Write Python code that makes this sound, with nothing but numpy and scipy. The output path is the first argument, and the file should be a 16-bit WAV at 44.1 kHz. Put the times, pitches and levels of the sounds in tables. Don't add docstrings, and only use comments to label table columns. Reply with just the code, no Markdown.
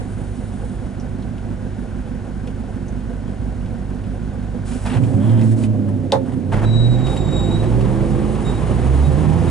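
import sys
import numpy as np
from scipy import signal
from scipy.fft import rfft, irfft
from scipy.io import wavfile
from scipy.ndimage import uniform_filter1d, minimum_filter1d

SR = 44100
rng = np.random.default_rng(int(sys.argv[2]) if len(sys.argv) > 2 else 0)


def waveform_to_disk(signal):
    frames = np.transpose(np.atleast_2d(signal))
    scaled = np.clip(frames, -1, 1) * 32767
    samples = np.round(scaled).astype(np.int16)
    wavfile.write(sys.argv[1], SR, samples)


N = 418950
TIME = np.arange(N) / SR

# (time [s], firing rate [firings/s])
SPEED = [(0, 25.4), (.78, 24.1), (1.38, 25.4), (2.1, 24.3), (2.27, 24.8), (2.84, 24.3), (4.07, 24.6),
         (4.23, 25.3), (4.9, 24.9), (5.0, 31.1), (5.7, 33), (6.5, 32), (6.85, 39), (7.01, 50), (7.14, 53),
         (7.5, 52.3), (7.85, 54), (7.98, 50.4), (8.19, 49.4), (8.5, 51.8), (8.64, 55.5), (9.06, 70.6),
         (9.34, 82), (9.5, 86.5)]
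# (time [s], load above idle [dB])
LOAD = [(0, 1), (4.4, 2), (4.85, 4.5), (4.97, 9.5), (5.12, 10), (5.3, 5.5), (6.38, 2.5), (6.8, 4), (7.3, 6),
        (8.05, 5), (8.5, 1.5), (9.15, 8.5), (9.5, 11)]
# (strength [dB], lag through unequal pipes [firings])
CYLINDERS = [(-0.5, 0), (0.5, 0.05), (-4.5, -0.08), (-6.5, 0.12)]
# (frequency [Hz], relative level [dB])
CAB_SPECTRUM = [(20, -45), (45, -1), (80, -21), (105, 5.5), (135, -10), (175, -3.5), (200, 9), (215, -4),
                (238, 7.5), (268, 2), (298, -28.5), (365, -17.5), (410, -17.5), (900, -56)]
# (frequency [Hz], relative density [dB per Hz])
CLATTER_SPECTRUM = [(120, -12.5), (270, -10), (360, 6.5), (400, -12), (500, -1), (600, -6.5), (760, -5.5),
                    (1200, -26), (1750, -18), (2600, -24.5), (4500, -30.5), (7000, -32.5), (11000, -43.5)]
DRONE_MULTIPLES = [2, 3, 4, 5, 6, 9]
# (idling [dB], revving [dB], clutch slipping [dB], clutch locked [dB])
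DRONE_DB = [(-29, -32, -39.5, -27.5), (-28, -42, -35, -47), (-32, -42, -39, -36), (-45.5, -49, -34, -40),
            (-36.5, -37, -40, -39), (-36.5, -54, -45, -43)]
# (frequency [Hz], gain [dB])
BOOM = [(48, -2.5), (72, -21.5), (88, -11), (100, -1.5), (119, 1.5), (136, -5.5), (158, -7), (180, -15),
        (202, -5.5), (228, -7.5), (280, -15.5), (345, -6), (425, -18), (530, -4.5), (630, -15.5)]
# (firing rate [Hz], level [dB])
THROB = [(25, -42), (33, -46), (39, -33), (50, -26.5), (56, -24.5), (62, -20), (69, -14), (77, -21),
         (87, -19.5)]
# (frequency [Hz], relative level [dB])
RASP_SPECTRUM = [(170, -10), (260, 3), (310, -2), (365, 8.5), (430, -1.5), (525, 6), (580, -8), (630, -1.5),
                 (700, -8.5), (800, -0.5), (1200, -35)]
# (time [s], engine speed [cycles/s], level [dB])
CAR = [(4.95, 11.3, -57), (5.17, 12.1, -17.5), (5.3, 14.4, -13.5), (5.4, 14, -14), (5.58, 13.9, -17),
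       (6.03, 12.35, -24), (6.37, 10.95, -22), (6.5, 12.06, -19), (6.62, 13.5, -18), (6.82, 14.55, -15),
       (7.02, 15.8, -17), (7.3, 18.56, -20.5), (7.6, 21.54, -17.5), (7.85, 24.6, -15.5), (8.2, 26.44, -18),
       (8.35, 27.3, -21), (8.65, 23, -37), (9.5, 27, -70)]
CAR_MULTIPLES = [5, 8, 10, 11, 13, 15, 16, 17, 19, 21, 24, 27, 37, 45]
# (revving [dB], pulling away [dB]), relative to its level
CAR_DB = [(-14, -4), (0, 0), (-22, -13), (-24, -7), (-6, -8), (-16, -17), (0, -5), (-18, -10), (-13, -14),
          (-12, -14), (-10, -17), (-12, -22), (-20, -24), (-11, -24)]
# (time [s], gain [dB])
BRAKE_BLOWS = [(6.123, -14), (6.13, -19.5), (6.146, -30)]
# (frequency [Hz], relative level [dB], decay by 60 dB [s])
BRAKE_MODES = [(348, -12, 0.18), (440, -8.5, 0.3), (486, 3.5, 0.18), (535, 4.5, 0.25), (678, -10, 0.13),
               (820, -3, .13), (888, -4, 0.18), (1094, -19, .15), (1210, -19, .12), (2096, -22, 0.11)]
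# (frequency [Hz], relative density [dB per Hz])
BRAKE_CRACK = [(250, -12.5), (500, 16), (950, 11.5), (1300, 2), (2500, -13.5), (3100, -14), (3800, -9),
               (4500, -16), (7600, -22), (11000, -27)]
# (time [s], length [s], level [dB], pitch [Hz], glide [Hz/s], flutter [0-1])
SQUEAL = [(6.65, 0.064, -40, 3930, -800, 0.15), (6.727, 0.14, -35, 3896, -160, 0.13),
          (6.895, 0.069, -40.5, 3848, -300, 0.28), (6.985, 0.046, -44.5, 3830, -250, 0.37),
          (7.038, 0.097, -39.5, 3799, -140, 0.24), (7.16, 0.24, -44.5, 3780, -71, 0.68),
          (7.33, 0.16, -38.5, 3793, 90, 0.43), (7.51, 0.053, -36, 3811, 500, 0.24),
          (7.595, 0.015, -42, 3856, 303, 0.27), (7.635, 0.06, -56, 3900, 201, 0.57),
          (8.452, 0.055, -41.5, 3763, 100, 0.5), (8.54, .035, -49, 3800, 299, 0.37),
          (9.035, 0.043, -47.5, 3780, -5, 0.2), (9.475, 0.044, -52, 3760, 0, 0.3)]
# (frequency [Hz], relative density [dB per Hz])
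BELT_SPECTRUM = [(300, -32), (420, -2.5), (500, 4.5), (590, -7), (720, -5), (830, -12.5), (1100, -24.5),
                 (3000, -43)]
# (frequency [Hz], width [Hz], level at no load [dB], growth with load [dB per dB])
PANELS = [(117.2, 33, -33.5, 1.91), (257.8, 43.4, -25.5, 0.25), (636, 190, -47, 0.87)]
# (time [s], length [s], level [dB], frequency [Hz], width [Hz])
CHATTER = [(4.858, 0.12, -40.5, 2400, 1700), (5.205, 0.22, -52, 3200, 600)]
# (time [s], length [s], level [dB], bright share [0-1])
SCRAPES = [(4.637, 0.17, -39.5, 1), (4.76, 0.26, -41.5, 1), (4.849, 0.029, -29.5, 0), (4.865, 0.14, -33, 0),
           (4.974, 0.24, -41.5, 0.53), (5.152, 0.35, -37.5, 0.12), (5.413, 0.15, -42.5, 0.98),
           (5.545, 0.14, -41, 0.98), (5.882, 0.024, -39, 0.1), (6.24, 0.077, -41, 0.05),
           (6.312, 0.042, -40, 0.1), (6.515, 0.039, -25, 0.01), (6.543, 0.073, -31, 0.01),
           (6.611, 0.048, -27.5, 0.02), (7.027, 0.19, -36.5, 0.23), (7.622, 0.033, -30, 0.02)]
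# (frequency [Hz], relative density [dB per Hz])
DULL = [(300, -7), (550, 5), (900, 2.5), (1300, -5), (1800, -6.5), (2400, -13.5), (3300, -17),
        (4500, -25.5), (11000, -37)]
# (frequency [Hz], relative density [dB per Hz])
BRIGHT = [(800, 16), (2000, 8), (4000, 3.7), (6000, 2.3), (8500, 8.2), (11000, 0.5)]
# (time [s], relative level [dB], pitch [Hz])
TICKS = [(0.999, -41, 5560), (1.2226, -41.5, 3630), (1.381, -43, 2781), (2.473, -36, 2720),
         (2.882, -42, 6400), (3.2784, -45, 2920), (3.6586, -43, 2870), (4.039, -44, 2860),
         (4.719, -33, 1500), (4.861, -23.5, 1100), (5.036, -35, 2730), (5.2944, -37, 3060),
         (5.3757, -45, 3100), (5.4124, -30.5, 2410), (5.636, -29, 2720), (7.068, -31.5, 2994),
         (7.165, -31.5, 2920), (7.8097, -34, 2800), (8.351, -37, 3122)]
# (frequency [Hz], relative density [dB per Hz])
RUMBLE_SPECTRUM = [(12, -48), (28, -6), (52, -5.5), (85, -4), (140, 1.5), (200, -4.5), (400, -10.5),
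                   (650, -24), (1050, -20.5), (1600, -32.5), (3000, -37.5), (5000, -53), (11000, -56.5)]
# (frequency [Hz], relative density [dB per Hz])
HISS_SPECTRUM = [(1500, -2), (4000, -3.5), (5500, -10), (6700, -3.5), (7400, -4), (8800, 1.5), (10000, -1),
                 (11000, -12.5)]
# (frequency [Hz], left minus right [dB])
LEFT_DB = [(25, -3), (60, -4), (120, -8), (240, -9), (400, -5), (700, -1.5), (2000, 1), (11000, 0.5)]
# (frequency [Hz], left lead [rad])
LEFT_LEAD = [(20, -0.63), (60, -0.76), (120, -0.77), (260, -0.73), (600, -0.37), (1500, 0.44),
             (11000, 0.62)]
# (frequency [Hz], level [dB])
DIFFUSE = [(30, -20), (120, -10), (260, -10.5), (600, -7.5), (1200, -5), (11000, -11.5)]

# (time [s], length [s])
THROTTLE_OPENS, CLUTCH_BITES, CLUTCH_LOCKS = (4.91, 0.026), (6.52, 0.092), (8.55, 0.7)
KNOCK_DB, CLATTER_DB = (-33, -38, -46, -37.5), (-41, -43, -36.5, -35)
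RASP_DB, BELT_DB = (-62, -38, -36, -40.5), (-46.5, -45.5, -42.5, -38)
BODY_SHAKE_DB, SHELL_BOOM_DB = (-36, -39, -32.5, -26.5), (-35, -40.5, -32.5, -32)
CLATTER_DB_PER_OCTAVE = 1.5
CLATTER_PER_LOAD, RASP_PER_LOAD = 0.11, 0.43
CAR_PULLS = (6.47, 1)
BELT_LAP = (5.09, 0.25)
PULL_AWAY_S = 2.16
ROLL_DB, WIND_DB, STILL_AIR_DB = -23, -48, -61
JOLT_DB, JOLT_S = -21.5, 0.22
BRAKE_HISS_DB, BRAKES_EASE = -54.5, (0.86, 0.51)
# (frequency [Hz], width [Hz], level [dB], time [s], swell [s])
CAB_BOOM = (151, 45, -23, 9, 0.2)
# (frequency [Hz], width [Hz], level [dB], time [s], decay [s])
LURCH = (37, 16, -23, 6.54, 0.4)
EDGE_HZ = 11100


def van(firing_turn=0.2459, spread_db=1.7, puff=0.47, puff_length=0.82, rattle_db=0.5, lope_db=0.5,
        whirr_db=-53):
    rate, load_db = curves(SPEED)[0], curves(LOAD)[0]
    knock_db = staged(*KNOCK_DB) + load_db
    speed_db = CLATTER_DB_PER_OCTAVE * np.log2(rate / rate.min())
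    clatter_db = staged(*CLATTER_DB) + CLATTER_PER_LOAD * load_db + speed_db

    turns = np.cumsum(rate) / SR - firing_turn
    count = len(CYLINDERS)
    cylinder_db, lag = np.transpose(CYLINDERS)
    lag = np.interp(turns, np.arange(count), lag, period=count)
    firing, since = np.divmod(turns - lag + count, 1)
    firing = firing.astype(int)

    uneven_db = spread_db * rng.standard_normal(N)[firing]
    strength = gain_of(np.take(cylinder_db, firing, mode="wrap") + uneven_db)
    blows = evened(strength * (np.diff(firing, prepend=firing[0]) > 0))
    burst = strength * np.exp(-since / puff_length)
    knock = colour(blows + puff * evened(burst * rng.standard_normal(N)), CAB_SPECTRUM)
    knock = steady(knock - 2 * ring(knock, 141.0, 25.0))

    tappets = np.exp(-(2 * since % 1) / 0.27)
    clatter = colour((1 + 0.058 * tappets + 0.14 * burst) * rng.standard_normal(N), CLATTER_SPECTRUM)
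    whirr_drive = (0.17 + np.exp(-since / 0.6)) * rng.standard_normal(N)
    whirr = evened(ring(ring(whirr_drive, 1530, 220), 1410, 350))

    lope = (firing % count == 0) - 1 / count
    low_clatter = signal.sosfiltfilt(signal.butter(2, 950, fs=SR, output="sos"), clatter)
    rattle = gain_of(rattle_db * wander(36) + lope_db * lope * rate.min() / rate)
    clatter = evened(clatter + low_clatter * (rattle - 1))
    whirr_level = gain_of(whirr_db + staged(0, -5.5, -1.5, 0))
    return gain_of(knock_db) * knock + gain_of(clatter_db) * clatter + whirr_level * whirr


def exhaust(flutter=0.33, rasp_flutter=0.61, jitter_rad=0.048, count=19):
    rate, load_db = curves(SPEED)[0], curves(LOAD)[0]
    angle = 2 * np.pi * np.cumsum(rate) / SR
    levels_db = [read(THROB, rate)]
    for k, stages_db in zip(DRONE_MULTIPLES, DRONE_DB):
        levels_db.append(staged(*stages_db) + load_db + read(BOOM, k * rate))
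    drone = np.zeros(N)
    for k, db in zip([1, *DRONE_MULTIPLES], levels_db):
        waver = 1 + flutter * wander(17) * rate.min() / rate
        drone += gain_of(db) * waver * np.sin(k * angle)

    jitter = jitter_rad * wander(23.0) * rate / rate.mean()
    rasp = np.zeros(N)
    for k in range(2, count):
        if k not in DRONE_MULTIPLES:
            waver = 1 + rasp_flutter * wander(15.5)
            tone = np.sin(k * (angle + jitter) + 2 * np.pi * rng.random())
            rasp += gain_of(read(RASP_SPECTRUM, k * rate)) * waver * tone
    rasp_db = staged(*RASP_DB) + RASP_PER_LOAD * load_db
    return np.sqrt(2) * drone + gain_of(rasp_db) * steady(rasp)


def car_ahead(flutter=0.1, upper_flutter=0.25):
    rate, level_db = curves(CAR)
    rate = uniform_filter1d(rate, SR // 12)
    angle, pulling = 2 * np.pi * np.cumsum(rate) / SR, change(*CAR_PULLS)
    out = np.zeros(N)
    for k, (revving_db, pulling_db) in zip(CAR_MULTIPLES, CAR_DB):
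        stage_db = revving_db + (pulling_db - revving_db) * pulling
        db = level_db + stage_db + read(BOOM, k * rate)
        depth = flutter if k in CAR_MULTIPLES[:2] else upper_flutter
        waver = 1 + depth * wander(10.7)
        out += gain_of(db) * waver * np.sin(k * angle + 2 * np.pi * rng.random())
    return np.sqrt(2) * out


def handbrake(crack_db=1.0, crack_t60=0.11, snap_s=6.1208, snap_db=-13, snap_hz=3600, snap_width_hz=900,
              snap_t60=0.02):
    t, out = np.arange(SR // 2) / SR, np.zeros(N)
    modes = np.zeros(len(t))
    for hz, db, t60 in BRAKE_MODES:
        modes += gain_of(db - 60 * t / t60) * np.sin(2 * np.pi * (hz * t + rng.random()))
    rattle = colour(rng.standard_normal(N), BRAKE_CRACK)
    onset = 1 - np.exp(-t / 0.0012)
    for s, db in BRAKE_BLOWS:
        crack = gain_of(crack_db - 60 * t / crack_t60) * rattle[round(s * SR):][:len(t)]
        add(out, s, gain_of(db) * (modes + crack) * onset)
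    snap = evened(ring(rng.standard_normal(len(t)), snap_hz, snap_width_hz))
    add(out, snap_s, gain_of(snap_db - 60 * t / snap_t60) * snap)
    return out


def squeal(octave_db=-9, waver_hz=7, swing_hz=22, stutter_db=4, pulse_db=5, attack_s=0.013,
           release_s=0.012):
    shake = np.sin(2 * np.pi * np.cumsum(curves(SPEED)[0]) / SR / 2)
    level, pitch, flutter = np.zeros((3, N))
    for s, length, db, hz, glide, rough in SQUEAL:
        t = TIME - s
        level += gain_of(db) * change(s, attack_s) * np.exp(-np.maximum(t - length, 0) / release_s)
        pitch = np.where(t > -attack_s, hz + glide * t, pitch)
        flutter = np.where(t > -attack_s, rough, flutter)
    swing = flutter * swing_hz * (shake + wander(70))
    angle = 2 * np.pi * np.cumsum(pitch + waver_hz * wander(42) + swing) / SR
    level = level * gain_of(flutter * (stutter_db * wander(87) + pulse_db * shake))
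    octave = 2 * flutter * gain_of(octave_db) * np.sin(2 * angle)
    return np.sqrt(2) * level * (np.sin(angle) + octave)


def belt(sharpness=2.2, slap=1.0, slap_laps=0.1):
    lap_firings, first_firings = BELT_LAP
    laps = (np.cumsum(curves(SPEED)[0]) / SR - first_firings) / lap_firings
    scuff = np.exp(sharpness * (np.cos(2 * np.pi * laps) - 1))
    scuff += slap * np.exp(-(laps % 1) / slap_laps)
    return gain_of(staged(*BELT_DB)) * colour(scuff * rng.standard_normal(N), BELT_SPECTRUM)


def panels(rolling_db=-11):
    load_db = curves(LOAD)[0]
    drive = staged(0, 0.8, gain_of(rolling_db), gain_of(rolling_db))
    noise, buzz = rng.standard_normal(N), np.zeros(N)
    for hz, width, db, growth in PANELS:
        buzz += gain_of(db + growth * load_db) * steady(ring(ring(noise, hz, width), hz, width))
    return drive * buzz


def body():
    def band(hz, width, db):
        return gain_of(db) * steady(ring(ring(rng.standard_normal(N), hz, width), hz, width))
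    bite_s, decay_s = LURCH[3:]
    decay = np.exp(-np.maximum(TIME - bite_s, 0) / decay_s)
    bounce = band(*LURCH[:3]) * change(bite_s, 0.05) * decay
    return bounce + band(*CAB_BOOM[:3]) * change(*CAB_BOOM[3:])


def chatter(decay_firings=1.0, uneven_db=2.0, edge_s=0.053):
    since = np.cumsum(curves(SPEED)[0]) / SR % 1
    taps = np.exp(-since / decay_firings) * gain_of(uneven_db * wander(44)) * rng.standard_normal(N)
    out = np.zeros(N)
    for s, length, db, hz, width in CHATTER:
        gate = change(s, edge_s) - change(s + length, edge_s)
        out += gain_of(db) * gate * evened(ring(ring(taps, hz, width), hz, width))
    return out


def scrapes(grain_db=1.0, taper=0.52):
    grains = rng.standard_normal(N) * gain_of(grain_db * wander(160))
    dull, bright, out = colour(grains, DULL), colour(grains, BRIGHT), np.zeros(N)
    for s, length, db, share in SCRAPES:
        share = np.clip(share, 0, 1)
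        span = slice(round(s * SR), round((s + length) * SR))
        stroke = evened(np.sqrt(1 - share) * dull[span] + np.sqrt(share) * bright[span])
        add(out, s, gain_of(db) * stroke * signal.windows.tukey(len(stroke), taper))
    return out


def ticks(t60=0.084, width_hz=700, crack=0.51, level_db=-7):
    t, out = np.arange(SR // 10) / SR, np.zeros(N)
    for s, db, hz in TICKS:
        noise = rng.standard_normal(len(t))
        tick = evened(ring(noise, hz, width_hz)) + crack * noise
        add(out, s, gain_of(db + level_db - 60 * t / t60) * tick)
    return out


def road(lumps_db=1.5, flicker_db=1.25):
    moving_s = np.maximum(TIME - CLUTCH_BITES[0], 0)
    pace = np.minimum(moving_s / PULL_AWAY_S, 1)
    jolt = gain_of(JOLT_DB) * change(*CLUTCH_BITES) * np.exp(-moving_s / JOLT_S)
    brakes = gain_of(BRAKE_HISS_DB) * (1 - change(*BRAKES_EASE))
    shaking = np.sqrt(gain_of(staged(*BODY_SHAKE_DB)) ** 2 + gain_of(ROLL_DB) ** 2 * pace + jolt ** 2)
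    air = np.sqrt(gain_of(STILL_AIR_DB) ** 2 + (gain_of(WIND_DB) * pace) ** 2 + brakes ** 2)
    rumble = colour(rng.standard_normal(N) * gain_of(lumps_db * wander(37)), RUMBLE_SPECTRUM)
    shell = evened(ring(ring(rng.standard_normal(N), 57.5, 22), 49.5, 32))
    hiss = colour(rng.standard_normal(N) * gain_of(flicker_db * wander(40)), HISS_SPECTRUM)
    return shaking * rumble + gain_of(staged(*SHELL_BOOM_DB)) * shell + air * hiss


def cab_stereo(x, t60=0.066, first_s=0.0054):
    t, hz = np.arange(SR // 5) / SR, np.fft.rfftfreq(N, 1 / SR)
    walls = rng.standard_normal(len(t)) * gain_of(-60 * t / t60) * (t > first_s)
    side = rfft(walls / np.linalg.norm(walls), N) * gain_of(read(DIFFUSE, hz))
    lean = gain_of(read(LEFT_DB, hz) / 2) * np.exp(.5j * read(LEFT_LEAD, hz))
    ports = np.array([lean + side, 1 / lean - side]) * 2 / abs(lean + 1 / lean)
    return irfft(rfft(x) * ports, N)


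def gain_of(db):
    return 10 ** (np.asarray(db) / 20)


def evened(x):
    return x / np.sqrt(np.mean(x ** 2) + 1e-20)


def steady(x, size=11025):
    return x / np.sqrt(uniform_filter1d(x ** 2, size) + 1e-9)


def curves(rows):
    s, *columns = np.transpose(rows)
    return [np.interp(TIME, s, c) for c in columns]


def read(points, hz):
    f, value = np.transpose(points)
    return np.interp(np.log(hz + 1), np.log(f + 1), value)


def change(s, length):
    return .5 + .5 * np.sin(np.pi * np.clip((TIME - s) / length, -.5, .5))


def staged(idling, revving, slipping, locked):
    return (idling + (revving - idling) * change(*THROTTLE_OPENS)
            + (slipping - revving) * change(*CLUTCH_BITES)
            + (locked - slipping) * change(*CLUTCH_LOCKS))


def wander(hz):
    f = np.fft.rfftfreq(N, 1 / SR)
    return evened(irfft(rfft(rng.standard_normal(N)) * np.exp(-(f / hz) ** 2), N))


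def ring(x, hz, width_hz):
    return signal.lfilter(*signal.iirpeak(hz, hz / width_hz, fs=SR), x)


def colour(x, points, size=8192):
    log_gain = np.log(gain_of(read(points, abs(np.fft.fftfreq(size, 1 / SR)))))
    minimum_phase = np.exp(np.conj(signal.hilbert(log_gain)))
    response = np.fft.ifft(minimum_phase).real[:size // 2]
    return evened(signal.oaconvolve(x, response)[:N])


def add(mix, s, sound):
    part = mix[round(s * SR):][:len(sound)]
    part += sound[:len(part)]


def scene():
    engine = van() + exhaust() + belt()
    clutch_and_brake = handbrake() + squeal()
    bodywork = panels() + body() + chatter() + scrapes() + ticks()
    return cab_stereo(engine + car_ahead() + clutch_and_brake + bodywork + road())


def record(dry, low_hz=18, limit_db=-3.5):
    thinned = signal.sosfilt(signal.butter(2, low_hz, "high", fs=SR, output="sos"), dry)
    headroom = np.minimum(gain_of(limit_db) / (abs(thinned).max(0) + 1e-9), 1)
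    limited = thinned * uniform_filter1d(minimum_filter1d(headroom, size=700), size=500)
    band_limit = signal.firwin(1023, EDGE_HZ, window=("kaiser", 9), fs=SR)
    return signal.oaconvolve(limited, band_limit[None], "same")


dry = scene()
out = record(dry)
waveform_to_disk(out)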